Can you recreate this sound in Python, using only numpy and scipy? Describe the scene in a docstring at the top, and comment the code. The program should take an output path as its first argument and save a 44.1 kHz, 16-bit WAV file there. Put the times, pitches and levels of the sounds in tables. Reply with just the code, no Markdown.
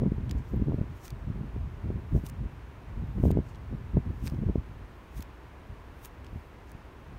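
"""A quiet room, a small microphone close to a soft foam toy, two thumbs kneading it.
From the start the hands rumble and skin sticks and slips on the foam in dull thuds and rubbing.
Long nails tick, as they will now and then, and the first press closes with a thin squeak. From 1 s on,
about once a second, a thumb peels off the tacky coating with a swelling hiss that ends in tiny snaps.
Near 5 s the grip slackens, and the last peels stand over softer handling and the room tone."""
import sys
import numpy as np
from scipy import signal
from scipy.fft import rfft, irfft
from scipy.io import wavfile
from scipy.ndimage import uniform_filter1d

SR = 44100
rng = np.random.default_rng(int(sys.argv[2]) if len(sys.argv) > 2 else 0)


def dump_mix(stems):
    """Bounce the given channels to the path in sys.argv[1] as a 16-bit WAV at rate SR."""
    frames = np.atleast_2d(stems).T  # one column per channel
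    limited = np.clip(frames, -1, 1)  # hard clip at full scale
    pcm = np.round(limited * 32767).astype(np.int16)
    wavfile.write(sys.argv[1], SR, pcm)


N = 316638
TIME = np.arange(N) / SR

# the skin letting go with a distinct thud: t/s, peak level/dB, quickness/Hz
SKIN_THUDS = [(0.021, -22, 143), (0.0639, -23.5, 102), (0.1208, -17, 92), (0.1818, -33.5, 140),
              (0.5376, -25, 117), (0.6228, -14.5, 76.4), (0.684, -25.5, 158), (0.6967, -22.5, 94),
              (0.721, -30.5, 239), (0.744, -19, 102), (0.7892, -23, 76), (0.8143, -23, 119),
              (1.3027, -26, 78.5), (1.564, -28, 108), (1.9037, -22.5, 126), (2.1511, -18, 105),
              (2.2388, -28.5, 86), (3.238, -18.5, 167), (3.2545, -17, 166), (3.3058, -21, 195),
              (3.3725, -16.5, 156), (3.389, -17, 119), (3.9711, -16, 146), (4.437, -26, 108),
              (4.4981, -16.5, 90), (4.5575, -16.5, 130), (5.1967, -29.5, 85), (6.331, -33.5, 84),
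              (6.3603, -32.5, 76), (6.752, -34.5, 62.7)]


def from_db(db):
    """Decibels to gain."""
    return 10 ** (np.asarray(db) / 20)


def rms_one(x):
    """Scale to unit power."""
    return x / np.sqrt(np.mean(x ** 2) + 1e-20)


def in_time(rows):
    """Each column of a curve at every sample."""
    s, *columns = np.transpose(rows)
    return [np.interp(TIME, s, c) for c in columns]


def band(x, low_hz, high_hz, order=2):
    """Causal band-pass."""
    sos = signal.butter(order, [low_hz, min(high_hz, .45 * SR)], "band", fs=SR, output="sos")
    return signal.sosfilt(sos, x + 1e-18)


def wobble(low_hz, high_hz):
    """Random wavering within a band of rates; rms 1."""
    return rms_one(band(rng.standard_normal(N), low_hz, high_hz))


def coloured(x, spectrum):
    """Give a steady excitation a spectrum; rms 1."""
    hz, db = np.transpose(spectrum)
    bins = np.maximum(np.fft.rfftfreq(N, 1 / SR), 1)
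    gain = from_db(np.interp(np.log(bins), np.log(hz), db)) * np.minimum(bins / hz[0], 1) ** 2
    return rms_one(irfft(rfft(x) * gain, N))


def add(out, s, sound):
    """Mix a short sound in from time s on."""
    at = int(round(s * SR))
    first, last = max(at, 0), min(at + len(sound), N)
    if last > first:
        out[first:last] += sound[first - at:last - at]


def grains(per_s, spread_db):
    """Random clicks of uneven size and either sign."""
    sizes = from_db(spread_db * np.clip(rng.standard_normal(N), -2, 2)) * rng.choice([-1, 1], N)
    return sizes * (rng.random(N) < per_s / SR)


def room_tone(level_db):
    """The steady, mostly low noise of the quiet room."""
    # room spectrum: f/Hz, relative density/dB
    spectrum = [(22, -5.5), (60, 10), (140, -5), (280, -5.5), (550, -12), (1000, -15.5), (1600, -16),
                (2600, -21.5), (3400, -27.5), (4900, -34.5), (6200, -36.5), (9000, -40), (15800, -43)]
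    return from_db(level_db) * coloured(rng.standard_normal(N), spectrum)


def friction(force_db, firm_db=-30, growth=1.264):
    """Friction in dB: it equals the force at a firm stroke and grows faster than the force."""
    return firm_db + growth * (force_db - firm_db)


def kneading(attack_s, release_s, hold_drag_db, stick_db, stick_lead_s, stick_s, surge_db):
    """Force and friction in dB: each stroke builds, holds and lets go above the steady hold."""
    # the hands' hold on the toy between strokes: t/s, force/dB
    hold = [(0, -45.5), (0.92, -39), (1.0, -56), (1.2, -41.5), (1.8, -42), (2.35, -40), (2.6, -46.5),
            (2.8, -48), (2.92, -41), (3.55, -43.5), (3.85, -40.5), (4.85, -44.5), (4.95, -61.5), (5.8, -54),
            (6.4, -50.5), (7.0, -65)]
    # thumb strokes into the foam: start/s, length/s, force/dB, skin drag/dB
    strokes = [(0.0, 0.088, -32.5, 7.5), (0.13, 0.2, -34, -2), (0.346, 0.049, -27.5, -5.5),
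               (0.527, 0.1, -30.5, 2.5), (0.669, 0.071, -32.5, 6.5), (0.78, 0.048, -32.5, 2.5),
               (1.118, 0.025, -35.5, -8), (1.274, 0.043, -34.5, -2.5), (1.355, 0.1, -37.5, 2.5),
               (1.54, 0.14, -34, -10.5), (1.843, .15, -33.5, -0.5), (2.129, 0.044, -24, -3.5),
               (2.39, 0.07, -32, -6), (2.87, 0.05, -41, -1), (2.973, 0.077, -34, -3),
               (3.093, 0.023, -35, -3), (3.163, 0.071, -30.5, 1), (3.236, .045, -23, 0),
               (3.3, 0.093, -28.5, 4), (3.719, 0.031, -36, 5), (3.946, 0.038, -24.5, -5),
               (4.066, 0.041, -32, 0), (4.223, 0.06, -33, -1.5), (4.323, .11, -34, 2.5),
               (4.467, 0.036, -25, -4.5), (4.579, 0.015, -28.5, -5), (5.169, 0.033, -36.5, -13),
               (5.7, 0.032, -41, -5), (6.325, 0.059, -41.5, -6), (7.076, 0.083, -44.5, -5)]
    force_db, = in_time(hold)
    friction_db = friction(force_db) + hold_drag_db  # a holding thumb hardly slides
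    for start, length, db, drag_db in strokes:
        outside = np.maximum((start - TIME) / attack_s, (TIME - start - length) / release_s)
        stroke_db = db - 20 / np.log(10) * np.maximum(outside, 0)
        force_db = np.maximum(force_db, stroke_db)
        friction_db = np.maximum(friction_db, friction(stroke_db) + drag_db)
    for s, _, _ in SKIN_THUDS:  # just before a thud the skin sticks and the rubbing stalls
        friction_db += stick_db * np.exp(-np.minimum(((TIME - s + stick_lead_s) / stick_s) ** 2, 20))
    return force_db, friction_db + surge_db * wobble(14.4, 46.4)  # skin grips and gives unevenly


def hand_rumble(force_db, evenness):
    """The hands shifting close to the microphone make a deep, fairly even rumble."""
    # rumble spectrum: f/Hz, relative density/dB
    spectrum = [(22, -30), (35, -3.5), (50, 13), (70, 9.5), (100, 6.5), (150, 1.5), (250, -68),
                (1000, -99.5)]
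    rumble = coloured(rng.standard_normal(N), spectrum)
    swell = np.sqrt(uniform_filter1d(rumble ** 2, size=1800) + 1e-6)
    return from_db(force_db) * rms_one(rumble / swell ** evenness)


def lesser_slips(friction_db, per_s=45, above_db=2.5, spread_db=2.5, centre_hz=80, spread_octaves=.32):
    """Skin slips at uneven intervals, as hard as it is dragged: t/s, peak level/dB, quickness/Hz."""
    gap, size, quickness = rng.uniform(-1, 1, (600, 3)).T
    s = np.cumsum(1 + .7 * gap) / per_s
    db = np.interp(s, TIME, friction_db) + above_db + spread_db * size
    hz = centre_hz * 2 ** (spread_octaves * quickness)
    return np.column_stack([s, db, hz])[s < TIME[-1]]


def skin_slips(friction_db, low_hz, high_hz):
    """Each slip is one rounded swing of force; the quicker it is, the higher it reaches."""
    out, half_s = np.zeros(N), .03
    t = np.arange(-half_s, half_s, 1 / SR)
    for s, db, hz in [*SKIN_THUDS, *lesser_slips(friction_db)]:
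        u = 2 * np.pi * hz * t
        add(out, s - half_s, from_db(db) * np.pi * u / (1 + u * u) ** 2)
    return band(out, low_hz, high_hz, order=1)


def rubbing(friction_db, per_s, soft_hz, firm_hz, soft_db, firm_db, firm_growth):
    """Countless small slips, muffled by the foam; firm rubbing adds quicker, brighter ones."""
    soft = rms_one(band(grains(per_s, spread_db=-0.5), 118, soft_hz))
    soft = band(soft, 56, 450)
    firm = band(grains(per_s, spread_db=12.5), 182, firm_hz)
    firm = rms_one(band(firm, 100, 770))
    firmness_db = firm_growth * np.minimum(friction_db + 10.5, 0)
    # below -55 dB of friction a finger sticks and stops rubbing
    sliding = np.sqrt(np.maximum(from_db(2 * friction_db) - from_db(2 * -55), 0))
    return sliding * (from_db(soft_db) * soft + from_db(firm_db + firmness_db) * firm)


def nail_ticks(level_db, scrape_s, scrape):
    """A nail strikes and skids for a moment; a softer touch leaves its high modes quiet."""
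    # long nails touching: t/s, relative level/dB, hardness/Hz
    taps = [(0.2950, -35.5, 4800), (0.3113, -32.5, 13000), (0.3835, -55, 6500), (3.548, -49, 5500),
            (3.557, -50, 6500), (4.345, -45, 4000), (6.246, -48.5, 8000), (6.2664, -47, 11000)]
    # a nail's modes: f/Hz, relative level/dB, t60/s
    modes = [(1460, -22, 0.0033), (3290, -2, 0.0034), (4540, -6.5, 0.0052), (4870, 6.5, 0.00077),
             (7140, -4, 0.0023), (8200, -16, 0.002), (12500, -7, .002), (15400, -4, .002)]
    out, t = np.zeros(N), np.arange(1024) / SR
    for s, db, hardness_hz in taps:
        force = (t == 0) + scrape * rng.standard_normal(len(t)) * np.exp(-t / scrape_s)
        ring = np.zeros(len(t))
        for hz, mode_db, t60 in modes:
            decay = from_db(mode_db - 60 * t / t60)
            ring += decay * np.sin(2 * np.pi * hz * t) / (1 + (hz / hardness_hz) ** 4)
        add(out, s, from_db(db + level_db) * signal.fftconvolve(force, ring))
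    return out


def peeling(per_s, spread_db, rasp_hz, fall_ratio, rim_db, rim_stretch, let_go_s):
    """Microscopic bonds break as the contact shrinks: a gritty hiss, and a rasp from coarser ones."""
    # coating peeling from the skin: crest/s, letting go/s, hiss/dB, rasp/dB, swell time/s
    peels = [(0.385, .42, -74, -70, .022), (0.488, .58, -74, -73, .055), (0.968, 1.0, -68, -72, 0.014),
             (1.055, 1.11, -52.5, -55.5, 0.019), (2.167, 2.2, -62.5, -67, .032),
             (2.264, 2.299, -51.5, -59, 0.012), (3.26, 3.316, -57, -65, 0.037),
             (3.486, 3.56, -72, -67, .025), (4.261, 4.393, -50, -54, 0.015),
             (5.178, 5.224, -54, -59, 0.019), (6.048, 6.082, -51.5, -61, 0.016),
             (6.39, 6.5, -73, -82, 0.096), (6.697, 6.72, -72, -70, .022)]
    # hiss spectrum: f/Hz, relative density/dB
    spectrum = [(1200, -0.5), (2500, -1.5), (4000, -4.5), (6000, -37), (8500, -4), (10500, -5),
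                (13500, -2.5), (16000, -3.5)]
    hiss_power, rasp_power = np.zeros((2, N))
    for crest_s, free_s, hiss_db, rasp_db, swell_s in peels:
        from_crest = np.minimum(np.maximum(crest_s - TIME, (TIME - crest_s) / fall_ratio) / swell_s, 20)
        # the rim of the contact peels faintly and for longer
        rim = from_db(2 * rim_db) * np.exp(-2 * from_crest / rim_stretch)
        touching = np.clip(1 - (TIME - free_s) / let_go_s, 0, 1)
        swell = (np.exp(-2 * from_crest) + rim) * touching
        hiss_power += from_db(2 * hiss_db) * swell
        rasp_power += from_db(2 * rasp_db) * swell
    hiss = coloured(grains(per_s, spread_db), spectrum)
    rasp = rms_one(band(grains(per_s / 4, spread_db), *rasp_hz))
    return np.sqrt(hiss_power) * hiss + np.sqrt(rasp_power) * rasp


def squeak(waver, flutter_db):
    """A faint, unsteady whistle glides up and down, breaking as the contact catches."""
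    # the thin squeak as the first press closes: t/s, f/Hz, level/dB
    glide = [(0.445, 11750, -80), (0.478, 12050, -81), (0.510, 13850, -68), (0.515, 14700, -88),
             (0.524, 15350, -69), (0.548, 14800, -98), (0.562, 14000, -64), (0.578, 12900, -92)]
    hz, db = in_time(glide)
    hz *= 1 + waver * wobble(30, 600)
    db += flutter_db * wobble(30, 200)
    sounding = (TIME > glide[0][0]) & (TIME < glide[-1][0])
    return sounding * from_db(db) * np.sin(2 * np.pi * np.cumsum(hz) / SR)


def coating_snaps(body_low_hz, split_hz, body_db, edge_db, decay_s, last_rupture):
    """Small ruptures run together into one sharp crack; then the skin is free and the sound stops."""
    # last patches of coating snapping free: t/s, relative body/dB, relative edge/dB, build-up/s
    patches = [(1.0803, -40, -46, 0.00045), (1.1047, -42.5, -45.5, 0.00026), (2.266, -39, -42, 0.0014),
               (2.2895, -58, -46, .0015), (2.299, -42.5, -43, 0.0032), (3.3147, -40.5, -41, 0.00028),
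               (3.3103, -45, -47, .002), (4.2660, -42, -46, .0008), (4.2728, -34, -46, .001),
               (4.278, -33, -47, 0.00075), (4.2993, -44.5, -54, 0.00081), (5.207, -45, -45, .0003),
               (5.2255, -39, -40, 0.0017), (6.05, -41.5, -40, 0.001), (6.057, -48, -38, .00085),
               (6.7171, -56, -47.5, 0.00023)]
    out, t = np.zeros(N), np.arange(-512, 512) / SR
    per_millisecond = np.sqrt(SR / 1000 / len(t))  # levels count the energy as if packed into 1 ms
    for s, low_db, high_db, build_up_s in patches:
        swell = np.exp(-np.maximum(-t / build_up_s, t / decay_s))
        low, high = rng.standard_normal((2, len(t))) * swell + last_rupture * (t == 0)
        body = from_db(low_db + body_db) * rms_one(band(low, body_low_hz, split_hz))
        edge = from_db(high_db + edge_db) * rms_one(band(high, split_hz, 17700))
        add(out, s + t[0], (body + edge) * per_millisecond)
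    return out


def scene():
    """Dull handling and crisp surface sounds at close range, room tone behind them; mono."""
    force_db, friction_db = kneading(attack_s=.011, release_s=.016, hold_drag_db=-3.5,
                                     stick_db=-4.5, stick_lead_s=.015, stick_s=.0056, surge_db=2)
    dull = hand_rumble(force_db, evenness=.79)
    dull += skin_slips(friction_db, low_hz=33.8, high_hz=1690)
    dull += rubbing(friction_db, per_s=500, soft_hz=231, firm_hz=472,
                    soft_db=-4.5, firm_db=-7.5, firm_growth=.69)
    crisp = peeling(per_s=8900, spread_db=3.5, rasp_hz=(4800, 8000), fall_ratio=1.08,
                    rim_db=-14.5, rim_stretch=4.8, let_go_s=.003)
    crisp += squeak(waver=.008, flutter_db=2.5)
    crisp += coating_snaps(body_low_hz=1220, split_hz=6600, body_db=-3, edge_db=-2,
                           decay_s=.001, last_rupture=1.5)
    crisp += nail_ticks(level_db=-3, scrape_s=.0021, scrape=.19)
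    return (dull + crisp + room_tone(level_db=-49))[None]


def record(dry):
    """The small microphone adds a few bumps and dips; the top is cut at 15.75 kHz."""
    # the microphone's colour: f/Hz, width/Hz, gain/dB
    response = [(394, 57, 3.5), (646, 135, 2), (987, 222, 6), (7650, 620, -3.5), (10400, 850, -5.5)]
    for hz, width_hz, db in response:
        resonance = signal.lfilter(*signal.iirpeak(hz, hz / width_hz, fs=SR), dry)
        dry = dry + (from_db(db) - 1) * resonance
    return signal.sosfilt(signal.ellip(12, .1, 70, 15750, fs=SR, output="sos"), dry)


dry = scene()
out = record(dry)
dump_mix(out)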